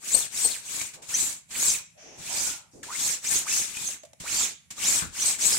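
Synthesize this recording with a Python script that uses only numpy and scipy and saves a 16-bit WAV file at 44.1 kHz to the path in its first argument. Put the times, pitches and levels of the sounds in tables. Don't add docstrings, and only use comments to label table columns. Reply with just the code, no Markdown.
import sys
import numpy as np
from scipy import signal
from scipy.fft import rfft, irfft, next_fast_len
from scipy.io import wavfile
from scipy.ndimage import uniform_filter1d

SR = 44100
rng = np.random.default_rng(int(sys.argv[2]) if len(sys.argv) > 2 else 0)


def to_wav(sig):
    pcm = np.clip(np.atleast_2d(sig), -1, 1) * 32767
    pcm = np.round(pcm).astype(np.int16)
    wavfile.write(sys.argv[1], SR, pcm.T)


N = 246116
TIME = np.arange(N) / SR

STROKES = [ (.179, .205, 0.0736, 8120, -35, -39, 4, -2.5, 0),
           (.422, .148, 0.1372, 8010, -35.5, -39, 1.5, -2, 0),
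           (0.785, .221, 0.0993, 7663, -41, -42, 0.77, -8.5, 0),
           (1.214, .189, 0.1118, 7922, -35, -39, 1.54, -5, -0.5),
           (1.672, .208, 0.092, 7715, -31.5, -35.5, 0.48, -1, -0.5),
           (2.435, .315, 0.1095, 7864, -38.5, -38.5, -0.99, -4, 2),
           (3.088, .268, 0.073, 7387, -36, -37.5, -0.13, -1, 3),
           (3.355, .172, 0.0677, 7198, -33, -36, 0.67, -3.5, 0),
           (3.537, .113, 0.1298, 6226, -34.5, -37, 1.46, -2, 5),
           (3.876, 0.32, 0.0735, 6685, -42.5, -42.5, 1, -3.5, -0.5),
           (4.404, .229, .085, 7657, -36, -35.5, -2, -3.5, 2.5),
           (4.922, .195, 0.0979, 7618, -32.5, -33, 0.58, -1, 0.5),
           (5.278, .19, 0.0717, 8054, -34.5, -35.5, 0.4, -1.5, 1.5),
           (5.469, .117, 0.1605, 7990, -31, -33, 1.5, -9.5, 0)]


def hand(t, hiss_db_per_doubling=10, dull_db_per_doubling=8):
    fastest, push, slow, _, hiss_db, dull_db, side_db, _, ring_db = np.transpose(STROKES)[:, :, None]
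    pace = speed(t, fastest, push, slow)
    power_sum = lambda db: 10 * np.log10(np.sum(amp(db) ** 2, axis=0))
    blend = lambda value: np.sum(pace * value, axis=0) / np.sum(pace, axis=0)
    hiss_db = power_sum(hiss_db + hiss_db_per_doubling * np.log2(pace))
    dull_db = power_sum(dull_db + dull_db_per_doubling * np.log2(pace))
    return hiss_db, dull_db, blend(side_db), blend(ring_db)


def speed(t, fastest, push, slow, push_curve=1.55, ease_curve=2.1):
    rising = np.sin(np.pi / 2 * np.clip(1 + (t - fastest) / push, 0, 1)) ** push_curve
    easing = .5 ** ((np.maximum(t - fastest, 0) / slow) ** ease_curve)
    return rising * easing + 1e-9


# frequency in Hz, relative level in dB.
MESH_COLOUR = [(30, -26.5), (100, -8), (220, -10.5), (450, -16.5), (1100, -14), (1800, -12), (2300, -8),
               (2900, -10), (3500, -9.5), (4900, -10.5), (6000, -7.5), (7200, -3), (8400, -6),
               (9400, -12.5), (11500, -19), (13000, -22.5), (16000, -26)]


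def scrape(level_db=-1.0566, blade_hz=5597, blade_octaves=.191, patch_db=3, sway_db=2.76):
    slips = noise_pair(N)
    grit_db, judder_db = .6449 * flutter(N, hz=700), .5545 * flutter(N, hz=60)
    slips *= unit(amp(grit_db + judder_db))
    hz, t, spectrum = signal.stft(slips, SR, nperseg=256, noverlap=192)
    hiss_db, dull_db, side_db, ring_db = hand(t)
    mesh = amp(read(MESH_COLOUR, hz))
    band_db = lambda low, high: 10 * np.log10(np.mean(mesh ** 2 * (hz > low) * (hz < high)))
    bright = read([(3000, 0), (11000, 1)], hz)[:, None]
    stroke_db = bright * (hiss_db - band_db(9500, 15500))
    stroke_db += (1 - bright) * (dull_db - band_db(1800, 4200))
    stroke_db += ring_db * np.exp(-.5 * (np.log2((hz[:, None] + 1) / blade_hz) / blade_octaves) ** 2)
    patches = uniform_filter1d(rng.standard_normal(spectrum.shape), size=4, axis=1)
    patches = unit(uniform_filter1d(patches, size=10, axis=2))
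    gain = mesh[:, None] * amp(level_db + stroke_db + patch_db * patches)
    bass_left_db = read([(450, 1.5), (1800, 0)], hz)[:, None]
    sway = np.interp(t, TIME, flutter(N, hz=12))
    pan = panned(side_db + bass_left_db + sway_db * sway)
    return signal.istft(spectrum * gain * pan, SR, nperseg=256, noverlap=192)[1][:, :N]


# share of the top thread rate, relative level in dB.
THREAD_DIRECTIONS = [(0.947, -1.5), (.59, 3.5), (.3, -5.5)]


def stroke_zips(fastest, push, slow, top_hz, zip_db, side_db, stall_pace=.272, lift_db_per_s=35):
    t = np.arange(max(fastest - push, 0), fastest + 2 * slow, 1 / SR)
    tremor = np.exp(.03 * flutter(len(t), hz=14))
    pace = speed(t, fastest, push, slow) * tremor
    contact_db = zip_db + 2.5 * np.log2(pace) - lift_db_per_s * np.maximum(t - fastest, 0)
    moving = pace ** 2 / (pace ** 2 + stall_pace ** 2)
    sound = 0
    for share, db in THREAD_DIRECTIONS:
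        rate = share * top_hz * pace
        pressure_db = 4 * np.tanh(flutter(len(t), hz=18))
        level = moving * amp(contact_db + db + read(MESH_COLOUR, rate) + pressure_db)
        sound += zip_tone(rate, level, wobble=.02335, blur_hz=169.9, skew=.08, corner_db=-2.5, grab_db=7)
    return t[0], sound * panned(side_db)[:, None]


def zip_tone(rate, level, wobble, blur_hz, skew, corner_db, grab_db, lock_db=-22, weft_ratio=.475):
    size = len(rate)
    bite = level / (level + amp(lock_db))
    looseness = 1 - bite / 2

    def phase(hz):
        jitter_hz = (wobble * hz + blur_hz) * looseness * flutter(size, hz=600)
        return 2 * np.pi * np.cumsum(hz + jitter_hz) / SR

    warp, weft = phase(rate), phase(weft_ratio * rate)
    beats = 2 * bite * (amp(-17) * np.sin(warp - weft) + amp(-22) * np.sin(warp + weft))
    turn = skew * flutter(size, hz=25)
    corners = np.sin(phase(rate * (1 + turn))) + np.sin(phase(rate * (1 - turn)))
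    tone = np.sin(warp) + beats + amp(corner_db) * (1 - bite) * corners
    grab = amp(grab_db * looseness * np.tanh(flutter(size, hz=260)) * np.sqrt(2))
    return level * unit(grab * tone) * signal.windows.tukey(size, .04)


# peak in seconds, relative level in dB,
# pitch in Hz, glide in Hz per second, fade time in seconds, left minus right in dB.
SQUEAKS = [ (0.137, -22.5, 7420, 50000, 0.0086, 3), (0.15, -11.5, 8340, -5000, 0.0041, 17.5),
           (.222, -40.5, 3750, -20000, 0.00976, -0.5), (.403, -36, 6500, 40003, 0.0185, -5),
           (.453, -15, 8283, -5000, 0.00684, 10.5), (.522, -38.5, 4200, -35000, .012, -4.5),
           (.555, -42.5, 2279, -50000, 0.00714, -3), (.813, -39, 2246, 0, 0.0071, 0.5),
           (1.148, -41, 2034, 29994, 0.0121, 2.5), (1.152, -22.5, 6144, 28004, 0.00682, 2.5),
           (1.175, -35, 6870, 35003.5, 0.0122, 3), (1.205, -42, 3950, 25004.5, 0.0143, 3),
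           (1.21, -27.5, 7800, 12000, 0.0087, 18.5), (1.269, -32.5, 7360, -12000, 0.013, -15),
           (1.625, -26.5, 6850, 19997.5, .008, 0.5), (1.68, -23.5, 7540, -8000, 0.0161, 3.5),
           (1.705, -23, 6074, -35000, 0.0069, -0.5), (1.752, -39, 2400, -25000, 0.00666, 1),
           (2.392, -32.5, 4810, -0.5, .01, -2.5), (2.49, -53.5, 1467, -1000, 0.0518, -1),
           (2.838, -43.5, 1639, -55000, 0.0037, 1), (2.912, -40.5, 1236, 13497.5, 0.01588, -2),
           (2.956, -39.5, 2120, 7000, 0.0055, 7.5), (3.052, -30, 7300, 44999.5, 0.014, -3),
           (3.1, -33.5, 6142, -27000, 0.013, -3), (3.28, -30.5, 6620, 67999, .013, 1),
           (3.36, -23, 6330, 15000, 0.00607, -11), (3.39, -31, 7150, -1, .01, -0.5),
           (3.478, -36.5, 1445, 30000, 0.007, -5.5), (3.525, -37.5, 2631, 8994.5, .014, 1.5),
           (3.56, -37.5, 6137, -5000, 0.017, 0), (3.772, -34.5, 2448, 2998.5, 0.0046, 1.5),
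           (3.88, -29.5, 6455, -3000, .009, -9.5), (4.262, -42.5, 1250, 35000, .011, -2),
           (4.29, -44, 2706, 44998.5, 0.0122, 3), (4.335, -43.5, 4310, 14999, 0.021, -2.5),
           (4.38, -36.5, 4597, -3000, .016, -3.5), (4.43, -37.5, 3620, -15000, 0.01665, -0.5),
           (4.395, -26.5, 7398, -0.5, .012, -7.5), (4.44, -30, 6680, -22000, .009, -2),
           (4.862, -27.5, 5827, 49998, 0.0088, -6.5), (4.89, -24.5, 7190, 24998, 0.0144, 0),
           (5.228, -23.5, 5988, 42000, 0.00462, -3), (5.28, -21, 8082, 0, 0.01117, 3.5),
           (5.43, -28, 6380, 38000, 0.0099, 2.5), (5.467, -20.5, 7780, 25001, .011, 9),
           (5.535, -28, 5110, -12000, 0.0083, -2)]


def squeak(s, db, hz, glide, fade, side_db, swell_ratio=.92):
    t = np.arange(-3 * fade, 4 * fade, 1 / SR)
    from_peak = abs(t) / (fade * np.where(t < 0, swell_ratio, 1))
    level = amp(db) * np.exp(-.5 * from_peak ** 1.345)
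    tone = zip_tone(hz + glide * t, level, wobble=.0121, blur_hz=35, skew=.05, corner_db=-7.5, grab_db=4.5)
    return s + t[0], tone * panned(side_db)[:, None]


# start in seconds, level in dB, decay and rise in seconds.
BLADE_TICKS = [(.145, -22, 0.0022, .0005), (.45, -27.5, 0.0025, 0.0013), (.81, -24.5, 0.0116, 0.00328),
               (.932, -30, 0.0157, 0.0154), (1.018, -36.5, 0.0264, 0.0112), (1.086, -29.5, 0.0266, 0.0106),
               (1.3, -30, 0.0145, 0.0102), (1.505, -36, 0.0307, 0.0038), (1.628, -8, 0.00093, 0.00098),
               (2.182, -40.5, 0.025, .008), (2.83, -38, 0.067, .0005), (3.241, -28.5, .015, 0.0029),
               (3.769, -22.5, 0.00233, .0005), (4.033, -40.5, 0.00455, 0.00127),
               (4.05, -45, 0.0085, 0.00093), (4.132, -39, .0027, 0.00098), (4.199, -34, 0.0265, 0.0048),
               (4.704, -31, 0.0158, 0.0037), (4.73, -49, 0.034, .01)]


def tick(s, db, decay, rise):
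    t = TIME[:SR // 4]
    scuff = unit(colour(noise_pair(len(t)), lambda f: amp(read(MESH_COLOUR, f))))
    return s, amp(db) * scuff * np.exp(-t / decay) * (1 - np.exp(-t / rise))


# start in seconds, level in dB,
# centre and width in Hz, rise and decay in seconds.
NUDGES = [(.144, -31, 587, 440, 0.00096, 0.0151), (.144, -41.5, 60, 300, 0.0019, 0.023),
          (.447, -30, 530, 517, 0.0016, 0.0111), (.447, -42.5, 60, 300, .002, 0.027),
          (.95, -50.5, 660, 800, 0.014, 0.085), (1.95, -50.5, 641, 137, 0.0312, 0.092),
          (1.965, -53.5, 2390, 2200, 0.0286, 0.423), (1.969, -49, 6023, 1560, 0.031, 0.374),
          (2.03, -51.5, 370, 292, 0.022, 0.142), (2.05, -55, 710, 382, 0.015, 0.42),
          (2.28, -40.5, 820, 500, 0.0386, 0.121), (2.182, -46, 150, 172, 0.0034, 0.031),
          (2.731, -42.5, 340, 390, 0.0267, 0.0632), (2.709, -52.5, 6813, 3508, 0.025, 0.0954),
          (4.034, -42.5, 628, 130, 0.00091, 0.0181), (4.134, -50, 634, 150, .001, 0.0089),
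          (4.203, -36.5, 127, 130, 0.0038, 0.0121), (5.02, -35, 155, 222, 0.0016, 0.036),
          (5.02, -32.5, 1447, 630, 0.0023, 0.0207), (5.039, -41.5, 66, 40, 0.0072, 0.043)]


def nudge(s, db, hz, width_hz, rise, decay):
    t = TIME[:SR // 2]
    ring = unit(colour(noise_pair(len(t)), lambda f: 1 / (1 + (2 * (f - hz) / width_hz) ** 2)))
    envelope = np.exp(-t / decay) * (1 - np.exp(-t / rise))
    knock = unit(ring * envelope) * np.sqrt(np.mean(envelope ** 2))
    _, _, side_db, _ = hand(s + t)
    return s, amp(db) * knock * panned(.8 * side_db)


def reflections(x, count=9, first_s=.0006, last_s=.012, echo_db=-15, shadow_hz=1800):
    taps = np.zeros((2, SR // 20))
    for channel in taps:
        delays = np.geomspace(first_s, last_s, count) * rng.uniform(.8, 1.2, count)
        channel[np.round(delays * SR).astype(int)] += amp(echo_db) * rng.choice([-1, 1], count)
    echoes = signal.oaconvolve(x, taps, axes=1)[:, :N]
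    treble = colour(echoes, lambda f: f ** 2 / (f ** 2 + shadow_hz ** 2))
    return (x + treble) / np.sqrt(1 + np.sum(taps[0] ** 2))


# frequency in Hz, seconds to fall by 60 dB.
ROOM_DECAY = [(200, 0.316), (2500, 0.462), (8000, 0.349), (15000, 0.04)]


def room_tail(x, onset_s=.00043):
    hz, t, spectrum = signal.stft(rng.standard_normal((2, SR // 2)), SR, nperseg=256)
    envelope = amp(-60 * t / read(ROOM_DECAY, hz)[:, None]) * (1 - np.exp(-t / onset_s))
    tail = signal.istft(spectrum * envelope, SR, nperseg=256)[1]
    return signal.fftconvolve(x, tail / np.linalg.norm(tail[0]), axes=1)[:, :N]


# frequency in Hz, relative level in dB.
AIR_COLOUR = [(20, -24.5), (45, -13), (70, 1), (170, 3), (400, -21), (700, -16.5), (1300, -21), (2300, -12),
              (4000, -31.5), (7200, -17.5), (10000, -14.5), (15500, -34)]


def room_air(level_db=-65):
    return amp(level_db) * unit(colour(noise_pair(N), lambda f: amp(read(AIR_COLOUR, f))))


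# frequency in Hz, their likeness from 0 to 1.
CHANNEL_LIKENESS = [(60, 0.3), (300, 0.5), (700, 0.26), (3000, 0), (7000, 0)]


def noise_pair(size):
    left, other = rng.standard_normal((2, size))
    likeness = lambda f: read(CHANNEL_LIKENESS, f)
    right = colour(left, likeness) + colour(other, lambda f: np.sqrt(1 - likeness(f) ** 2))
    return np.array([left, right])


def flutter(size, hz):
    noise = rng.standard_normal(next_fast_len(size + SR // 4))
    return unit(colour(noise, lambda f: 1 / (1 + (f / hz) ** 2)))[:size]


def colour(x, gain):
    size = x.shape[-1]
    return irfft(rfft(x) * gain(np.fft.rfftfreq(size, 1 / SR)), size)


def read(points, hz):
    f, value = np.transpose(points)
    return np.interp(np.log(hz + 1), np.log(f + 1), value)


def panned(db):
    pair = amp(np.array([db, -db]) / 2)
    return pair / np.sqrt(np.mean(pair ** 2, axis=0))


def amp(db):
    return 10 ** (np.asarray(db) / 20)


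def unit(x):
    return x / np.sqrt(np.mean(abs(x) ** 2) + 1e-20)


def add(mix, s, sound):
    part = mix[:, max(round(s * SR), 0):][:, :sound.shape[1]]
    part += sound[:, :part.shape[1]]


def scene(zip_db=1.5, zip_room_db=-9, touch_room_db=-12, scrape_room_db=-18):
    zips, touches = np.zeros((2, 2, N))
    for fastest, push, slow, top_hz, _, dull_db, side_db, zip_offset_db, _ in STROKES:
        add(zips, *stroke_zips(fastest, push, slow, top_hz, dull_db + zip_offset_db, side_db))
    for row in SQUEAKS:
        add(zips, *squeak(*row))
    zips *= amp(zip_db)
    for row in BLADE_TICKS:
        add(touches, *tick(*row))
    for row in NUDGES:
        add(touches, *nudge(*row))
    air = room_air()
    rub = reflections(scrape())
    to_walls = amp(zip_room_db) * zips + amp(touch_room_db) * touches + amp(scrape_room_db) * rub
    return rub + zips + touches + air + room_tail(to_walls)


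def record(dry, ceiling=.78, cutoff_hz=15850):
    rounded = dry / (1 + (dry / ceiling) ** 8) ** (1 / 8)
    lowpass = signal.firwin(511, cutoff_hz, window=("kaiser", 9), fs=SR)
    return signal.oaconvolve(rounded, lowpass[None], "same")


dry = scene()
out = record(dry)
to_wav(out)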